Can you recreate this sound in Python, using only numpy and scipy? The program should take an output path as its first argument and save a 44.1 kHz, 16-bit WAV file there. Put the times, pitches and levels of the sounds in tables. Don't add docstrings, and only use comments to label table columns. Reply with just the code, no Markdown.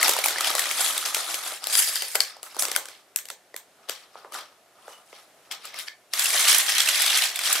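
import sys
import numpy as np
from scipy import signal
from scipy.fft import rfft, irfft, next_fast_len
from scipy.io import wavfile

SR = 44100
rng = np.random.default_rng(int(sys.argv[2]) if len(sys.argv) > 2 else 0)


def wav_out(sig):
    wavfile.write(sys.argv[1], SR, np.round(np.clip(np.atleast_2d(sig).T, -1, 1) * 32767).astype(np.int16))


N = 335160

# t/s, strike level/dB, ring f/Hz, ring level/dB, body level/dB, edge level/dB, left over right/dB
CLEAR_KNOCKS = [(0.012, -9.5, 1830, 1, -29, -15, -1), (0.028, -6, 2070, 4.5, -37, -1, 8),
                (0.073, -10, 3500, -8, -28, -8, -6), (0.08, -5, 2730, -3, -9.5, -5, 7),
                (0.092, -3, 985, -6, -19, -7, -1), (0.109, -11, 3270, -8, -22, -11, 0.0),
                (0.135, -7, 1630, -11, -20, -10, -2), (0.165, -12, 940, 2, -14, -6, -4),
                (0.187, -11, 627, 2, -29, -9, -5), (0.24, -7.5, 2310, 0, -20, -7, 0.0),
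                (0.259, -5.5, 850, -4, -42, -2.5, 0.5), (0.283, -6, 2170, -6, -21.5, -10, 0.0),
                (0.359, -23, 1740, 11, -7, -26, -4), (0.383, -12.5, 2000, 2, -17, -14, 0.0),
                (0.407, -7, 1270, -1, -21.5, -12, -1), (0.444, -9.5, 3020, 0.5, -33, -15, 0.5),
                (0.471, -9.5, 3370, -1, -40, -22, 0.5), (0.502, -9, 930, -5, -12, -10, 0.5),
                (0.551, -4.5, 1120, -10, -16.5, -12, 4), (0.581, -9, 1390, -4, -24, -17, 2.5),
                (0.592, -7.5, 1860, -4, -33, -5, 7), (0.655, -15, 1920, 3, -32, -25, 0.0),
                (0.711, -12, 2210, 1, -28, -10, 1.0), (0.805, -18, 2500, -4, -32, 1, -4),
                (0.978, -7, 3600, -8, -22, -8, 0.5), (1.057, -9.5, 4900, -10, -24, -16, -1),
                (1.145, -5, 2580, -11, -32, -14, 3), (1.166, -17, 2620, -1, -11.5, -13, -1),
                (1.293, -31, 5350, -8, -10, -9, 1.5), (1.342, -10, 4800, -8, -24, -14, 1.5),
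                (1.521, -22.5, 3920, 1, -11, -13, 1.5), (1.64, -13, 4200, -20, -43, -17, 6),
                (1.67, -12, 4020, -3, -17, -0.5, 4), (1.741, -27, 4830, -6, -30, -17, 2.5),
                (1.752, -5, 4830, -6.5, -33, -20, 11), (1.79, -13, 4660, -2, -35, 6, 8),
                (1.956, -9, 4800, -18, -40, -8, 4), (2.021, -9.5, 3100, -5, -17.5, -13, 1),
                (2.153, -12, 2180, 0, -15, 0, 11), (2.204, -4, 4440, -0.5, -26, -14, 14),
                (2.366, -34, 840, -2, -5.5, -25, 1.0), (2.43, -18, 2900, -10, -18, -5, 5),
                (2.546, -27, 1230, -7, -11, -16, 2.0), (2.566, -19.5, 483, -5, -6.5, -15, 4),
                (2.594, -10, 5600, -1, -34, 0, 1), (2.622, -8.5, 5130, -7, -17, -2, 6),
                (2.652, -9, 5700, -7, -16.5, -17, 7), (2.683, -15, 2300, -11, -13, -14, -5),
                (2.715, -7.5, 3140, -14, -20.5, -15, 3), (2.751, -15, 2150, -2, -28, -15, 3),
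                (2.762, -2, 1466, -11, -22, -8, 9), (2.855, -22, 1540, -4, -19, -20, 0.5),
                (2.885, -22, 1500, -9, -21, -26.5, 2), (3.16, -10.5, 5660, -5, -44, 3, 10),
                (3.187, -17, 3040, -17, -33, -26, 3), (3.254, -25.5, 1740, -17, -29, -6, 3),
                (3.286, -22, 2770, -13, -35.5, -13.5, 5), (3.301, -15.5, 1360, -7.5, -17, -27, -3),
                (3.542, -29.5, 1930, 6, -5.5, -33, 5), (3.563, -16.5, 2360, -18, -45, -6, -2),
                (3.887, -25.5, 3440, -2, -8, -35, 14), (3.895, -8, 4700, -15, -21.5, -13, 11.5),
                (4.155, -42.5, 498, -3, 9, -32, 6), (4.246, -45, 650, -8, 14, -31, 3.5),
                (4.322, -26, 883, -12, -4, -11, 5), (4.879, -37, 481, 8, 7.5, -21.5, -5),
                (5.128, -38, 2130, 6, -2, -25, 1.5), (5.512, -20, 3244, 4, -35.5, -26, 10),
                (5.652, -23, 1240, -2, -22, -9, 4), (5.742, -25.5, 2130, 2, -19, -15, 2.5),
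                (5.788, -20, 3200, -2, -31, -5, 3.5), (5.88, -45, 3370, 3, -28, -8, 4.0),
                (6.135, -8.5, 5400, 1.5, -27, -11, 4), (6.193, -7.5, 4840, -3, -50, -4, 1.0),
                (6.256, -10.5, 2750, 7.5, -49, -38, 11), (6.411, -9, 5950, -2, -45, -27, -2),
                (6.481, -1, 4190, -6, -49, -20, -1), (6.527, -4, 5730, -3, -37, -12, -6),
                (6.546, -4, 5810, 1, -45, -17, -0.5), (6.581, -17, 3330, -17, -44, 4.5, -14),
                (6.694, -5, 3240, -12, -53, -31, -2), (6.781, -4, 3330, -6, -43, -26, -3),
                (6.803, -4, 3350, 1, -55, -35, -3), (6.86, -13, 1850, 2, -42, -20, -3),
                (6.875, -12.5, 2620, 5, -46, -26, 2), (6.887, -4, 2940, 2, -47, -18, -7),
                (6.953, -19, 3700, -12, -40, -19, -5), (6.966, -18, 2080, -4, -38, -18, 0.0),
                (6.98, -29, 4630, -3, -46, -11, -3), (7.018, -11.5, 2070, -2, -43, -5, -11),
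                (7.062, -6, 3420, -6, -37, -22, -0.5), (7.205, -24, 1900, 13, -34, -24, -4),
                (7.236, -9.5, 2530, 5, -37, -28, -6), (7.357, -15.5, 3570, 3, -35, -5, -2),
                (7.39, -10, 2300, -4, -56, -17, -3), (7.526, -13.5, 2590, 2, -40, 5, -1)]
# t/s, level/dB, treble over level/dB, bass over level/dB
CLATTER_CURVES = [
    [(0.0, -23, -7, -2), (0.08, -24.5, -5, -7), (0.236, -35.5, -2, -3), (0.24, -26, 3, -7),
     (0.338, -33, -5, -3), (0.48, -28, -4.5, -5.5), (0.788, -31, 1, -6), (0.814, -24.5, 4.5, -8),
     (1.028, -32, 0, -4.5), (1.542, -36.5, 0.5, -5), (1.6, -51, 2, -19)],
    [(1.6, -47.5, -4, -1), (1.784, -24, 7.5, -14.5), (1.938, -32.5, 4, -10), (1.966, -28, -4, -18),
     (2.144, -43, 6, -10), (2.154, -27.5, 5, 0), (2.178, -50, -11, -4), (2.196, -38, 0, -1),
     (2.206, -22.5, 1, -1.5), (2.222, -33.5, 2, -19), (2.4, -55.5, -17, 1)],
    [(2.4, -71, -15, -3), (2.436, -49.5, 7, 6), (2.492, -52, 0, -5), (2.586, -41.5, -8, 2),
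     (2.592, -34, 12.5, -9), (2.646, -37.5, 5, -1), (2.746, -39.5, -11, -4.5), (2.766, -31, 6.5, 1),
     (2.772, -40.5, 3, 5.5), (2.922, -49, -9, -9), (3.1, -76.5, -2, -1)],
    [(3.75, -87, 5, 18), (3.872, -59, -17, -1), (3.892, -35.5, -12, -5), (3.966, -47.5, -9, -12),
     (4.116, -66, -11, 2), (4.176, -50.5, -12, 2), (4.296, -71, -15, 9), (4.334, -35, 0.5, -2.5),
     (4.398, -39.5, -12, -1), (4.54, -68, -16, 3), (4.6, -75, -7, 5)],
    [(4.75, -69, -7, -7), (4.754, -69, -5, 8), (4.898, -53.5, 0, 3.5), (4.924, -47.5, -0.5, -1),
     (5.038, -73, 2, 11.5), (5.048, -66, 3, -2), (5.122, -58, -1, -6), (5.128, -50.5, -11, 1.5),
     (5.164, -49.5, -7, -4), (5.244, -56.5, -1, -3), (5.35, -85, -1, -2)],
    [(5.45, -63, -13, -8), (5.5, -64, -15, 9), (5.512, -27.5, -22, -12), (5.574, -53, -14, 0.5),
     (5.67, -42, -6, -12.5), (5.722, -50, -21, -3.5), (5.806, -34, -0.5, -13), (5.856, -56, 4, 5),
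     (5.884, -28, -11, -29), (5.894, -69, -6, -2), (6.0, -88, -21, 6)],
    [(6.1, -75, -3, -9), (6.136, -32.5, -4, -11), (6.228, -24.5, 1.5, -14), (6.47, -22.5, -1.5, -9.5),
     (6.492, -16.5, -1.5, -17.5), (6.65, -28, -0.5, -10), (6.688, -22.5, -5.5, -15.5),
     (7.26, -22, -3.5, -15), (7.31, -34.5, -7.5, -11), (7.524, -22, -2, -11.5), (7.6, -30.5, -6, -7)],
]
# left over right/dB, plate level/dB, film or card level/dB, typical contact time/ms
GESTURE_TRAITS = [(2, -13.5, -18, 1.44), (1, -10.5, 1, 1.1), (-1.5, -5, -11, 0.84), (4.5, -2, -16, 0.94),
                  (2.5, -9, -16, 0.87), (3, -1.5, -14, 1.6), (0.5, -24, -31, 2.22)]
# f/Hz, level per Hz/dB
BRICK_COLOUR = [(88, -66), (150, -43.5), (291, -15.5), (475, -30), (702, -3), (1080, -12), (1260, 0.5),
                (1600, -8.5), (1790, -4), (3290, -3), (6910, -5.5), (10600, -2.5), (16000, -25)]
# f/Hz, level/dB, t60/s
PLATE_MODES = [(1783, -48, .03), (3275, -48, .03), (4300, -48, .05), (4900, -45, .04), (5816, -49, .04),
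               (8232, -45, .02), (9193, -46, .02), (10586, -41, .015)]
# centre t/s, half length/s, f/Hz, half bandwidth/Hz, level/dB
SQUEAK_SETTING = (4.95, .035, 2950, 50, -54)
# f/Hz, t60/s
WALL_DECAY = [(300, 0.23), (1000, 0.26), (3000, 0.21), (7000, 0.2), (14000, 0.16)]
# f/Hz, level per Hz/dB
HUSH_COLOUR = [(15, -42), (25, -17.5), (270, -10), (394, -4.5), (516, -5), (677, 0.5), (936, -9),
               (1290, -8), (2280, -12), (4610, -16), (10400, -18.5), (14000, -23), (16000, -46)]
# f/Hz, side over mid level/dB
STEREO_WIDTH = [(60, -8), (150, -13), (380, -15), (950, -10), (2380, -5), (5980, -4), (15000, -2)]

BODY_HZ, FILM_HZ = (400, 1100), (4370, 5460)
BRICK_RING_T60_S = .013
CONTACT_SPREAD = 0.26
LESSER_PER_S, LESSER_OVER_CLATTER_DB, LESSER_SPREAD_DB = 35, 9, 3
LESSER_RING_HZ, LESSER_RING_DB = (1200, 5500), -7
LESSER_BODY_DB, LESSER_EDGE_DB, LESSER_PAN_SPREAD_DB = -33, -14, 5
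GRAINS_PER_S, GRAIN_SPREAD_DB = 10000, 3.7
GRAIN_CYCLES, GRAIN_RING_S = 20, .008
CLATTER_TRIM_DB = -2.5
FIRST_ECHO_S, ROOM_DB = 0.0075, -3
HUSH_DB = -59.5
BASS_CUT_HZ, TOP_CUT_HZ = 90, 17000


def knocks(rows, contact_ms):
    t = np.arange(1536) / SR
    draws = rng.standard_normal((len(rows), 2, len(t)))
    chance = rng.standard_normal(len(rows))
    body, middle, edge, rings = np.zeros((4, 3, N + len(t)))
    for row, draw, longer in zip(rows, draws, chance):
        s, strike_db, ring_hz, ring_db, body_db, edge_db, pan_db = row
        start = round(s * SR)
        at = slice(start, start + len(t))
        tau = max(contact_ms[min(start, N - 1)], .2) * np.exp(CONTACT_SPREAD * longer) / 1000
        swell = t / tau * np.exp(1 - t / tau)
        rough = swell * draw
        luck = np.sqrt(np.mean(rough[0] ** 2) / np.mean(swell ** 2))
        mid, side = amp(strike_db) * rough / luck
        around = np.sqrt(np.sum(mid ** 2)) * (t == 0)
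        left, right = sides(pan_db)
        body[:, at] += amp(body_db) * np.array([mid, mid, around])
        middle[:, at] += [left * (mid + .3 * side), right * (mid - .3 * side), around]
        edge_spread = [left * (mid + 1.1 * side), right * (mid - 1.5 * side), around]
        edge[:, at] += amp(edge_db) * np.array(edge_spread)
        attack = amp(strike_db) * (1 - np.exp(-t / tau))
        decay = amp(ring_db - 60 * t / BRICK_RING_T60_S)
        struck_piece = attack * decay * np.sin(2 * np.pi * ring_hz * t)
        rings[:, at] += np.outer([np.sqrt(left), np.sqrt(right), .4], struck_piece)
    contact = amp(12) * band(body, *BODY_HZ)
    contact += amp(-8) * band(middle, 1250, 9600)
    contact += amp(-5) * band(edge, 6300, 12640)
    return (contact + rings)[:, :N]


def lesser_knocks(level_db):
    count = int(LESSER_PER_S * N / SR)
    when, pitch = rng.random((count, 2)).T
    size, place = rng.standard_normal((count, 2)).T
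    strike_db = level_db[(when * N).astype(int)] + LESSER_OVER_CLATTER_DB + LESSER_SPREAD_DB * size
    low, high = LESSER_RING_HZ
    ring_hz = low * (high / low) ** pitch
    same = np.ones(count)
    return np.transpose([when * N / SR, strike_db, ring_hz, LESSER_RING_DB * same,
                         LESSER_BODY_DB * same, LESSER_EDGE_DB * same, LESSER_PAN_SPREAD_DB * place])


def clatter(dull_db, middle_db, bright_db, pan_db):
    sizes = amp(GRAIN_SPREAD_DB * np.minimum(rng.exponential(1, N), 4))
    sizes *= rng.choice([-1, 1], N)
    sizes *= amp(2.5 * drift(90) + 1.5 * drift(30))
    born = rng.random(N) < GRAINS_PER_S / SR
    pitches = np.linspace(17, 125, 88) ** 2
    dealt = rng.integers(0, 88, N)
    places = rng.standard_normal(N)
    parts = np.zeros((3, 2, N))
    for k, hz in enumerate(pitches):
        clicks = sizes * born * (dealt == k)
        t60 = GRAIN_CYCLES / hz + GRAIN_RING_S
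        mid, side = ring(np.array([clicks, clicks * places]), hz, t60)
        side = side * amp(at_hz(STEREO_WIDTH, hz))
        even = np.sqrt(np.sqrt(hz) / t60)
        colour = even * amp(at_hz(BRICK_COLOUR, hz))
        part = int(hz > 1500) + int(hz > 6000)
        parts[part] += colour * np.array([mid + side, mid - side])
    dull = rms_one(parts[0])
    middle = rms_one(band(parts[1], 900, 9000))
    bright = rms_one(band(parts[2], 4000, 18000))
    panned = sides(pan_db) * (amp(middle_db) * middle + amp(bright_db) * bright)
    both = amp(dull_db) * dull + panned
    return amp(CLATTER_TRIM_DB) * np.vstack([both, both.mean(axis=0)])


def gestures():
    t = np.arange(N) / SR
    out = np.zeros((7, N))
    out[:3] = -120
    for rows, traits in zip(CLATTER_CURVES, GESTURE_TRAITS):
        s, level_db, treble_db, bass_db = np.transpose(rows)
        on = (t >= s[0]) & (t <= s[-1])
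        level = np.interp(t[on], s, level_db)
        dull = level + np.interp(t[on], s, bass_db)
        bright = level + np.interp(t[on], s, treble_db)
        out[:3, on] = [dull, level, bright]
        out[3:, t >= s[0]] = np.reshape(traits, (-1, 1))
    return out


def plate(blows):
    return sum(amp(db) * ring(blows, hz, t60) for hz, db, t60 in PLATE_MODES)


def film_or_card(blows):
    return band(blows, *FILM_HZ)


def squeak():
    s, half_s, hz, half_width_hz, db = SQUEAK_SETTING
    swell = np.exp(-((np.arange(N) / SR - s) / half_s) ** 2)
    tone = band(rng.standard_normal(N), hz - half_width_hz, hz + half_width_hz)
    return amp(db) * swell * rms_one(tone)


def room(x):
    t = np.arange(SR // 2) / SR
    noise = stereo_noise(len(t), lambda hz: 0 * hz)
    edges = np.geomspace(100, 18000, 9)
    tail = 0
    for low, high in zip(edges, edges[1:]):
        t60 = at_hz(WALL_DECAY, np.sqrt(low * high))
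        tail = tail + band(noise, low, high) * amp(-60 * t / t60)
    tail = tail * (amp(-14) + np.clip((t - FIRST_ECHO_S) / .002, 0, 1))
    tail = tail / np.sqrt(np.sum(tail ** 2) / 2)
    return amp(ROOM_DB) * signal.fftconvolve(x[None], tail, axes=1)[:, :N]


def hush():
    level = amp(HUSH_DB + 1.0 * drift(3.7))
    air = stereo_noise(next_fast_len(N), lambda hz: at_hz(HUSH_COLOUR, hz))[:, :N]
    return level * rms_one(air)


def amp(db):
    return 10 ** (np.asarray(db) / 20)


def rms_one(x):
    return x / np.sqrt(np.mean(x ** 2) + 1e-20)


def at_hz(points, hz):
    table = np.array(points)
    return np.interp(np.log(hz), np.log(table[:, 0]), table[:, 1])


def drift(rate):
    knots = rng.standard_normal(int(N / SR * rate) + 2)
    return np.interp(np.arange(N) / SR * rate, np.arange(len(knots)), knots)


def ring(clicks, hz, t60):
    r = amp(-60 / (t60 * SR))
    w = 2 * np.pi * hz / SR
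    return signal.lfilter([0, np.sin(w)], [1, -2 * r * np.cos(w), r * r], clicks + 1e-18)


def band(x, low_hz, high_hz):
    sos = signal.butter(2, [low_hz, high_hz], "band", fs=SR, output="sos")
    return signal.sosfilt(sos, x + 1e-18)


def stereo_noise(size, gain_db):
    hz = np.maximum(np.arange(size // 2 + 1) * SR / size, 10)
    mid, side = rfft(rng.standard_normal((2, size))) * amp(gain_db(hz))
    side = side * amp(at_hz(STEREO_WIDTH, hz))
    return irfft(np.array([mid + side, mid - side]), size)


def sides(pan_db):
    return amp(np.array([pan_db / 2, -pan_db / 2]))


def scene():
    dull_db, middle_db, bright_db, pan_db, plate_db, film_db, contact_ms = gestures()
    rows = np.vstack([CLEAR_KNOCKS, lesser_knocks(middle_db)])
    blows = knocks(rows, contact_ms) + clatter(dull_db, middle_db, bright_db, pan_db)
    answers = plate(amp(plate_db) * blows) + film_or_card(amp(film_db) * blows)
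    no_bass = signal.butter(3, 300, "high", fs=SR, output="sos")
    sound = signal.sosfilt(no_bass, blows + answers) + squeak()
    air = hush()
    return sound[:2] + room(sound[2]) + air


def record(dry):
    mid, side = (dry[0] + dry[1]) / 2, (dry[0] - dry[1]) / 2
    shelf = signal.bilinear([1, 2 * np.pi * 500], [1, 2 * np.pi * 1300], SR)
    side = signal.lfilter(*shelf, side)
    clipped = np.clip([mid + side, mid - side], -1, 1)
    bass_cut = signal.butter(2, BASS_CUT_HZ, "high", fs=SR, output="sos")
    top_cut = signal.cheby2(12, 70, TOP_CUT_HZ, fs=SR, output="sos")
    return signal.sosfilt(top_cut, signal.sosfilt(bass_cut, clipped))


dry = scene()
out = record(dry)
wav_out(out)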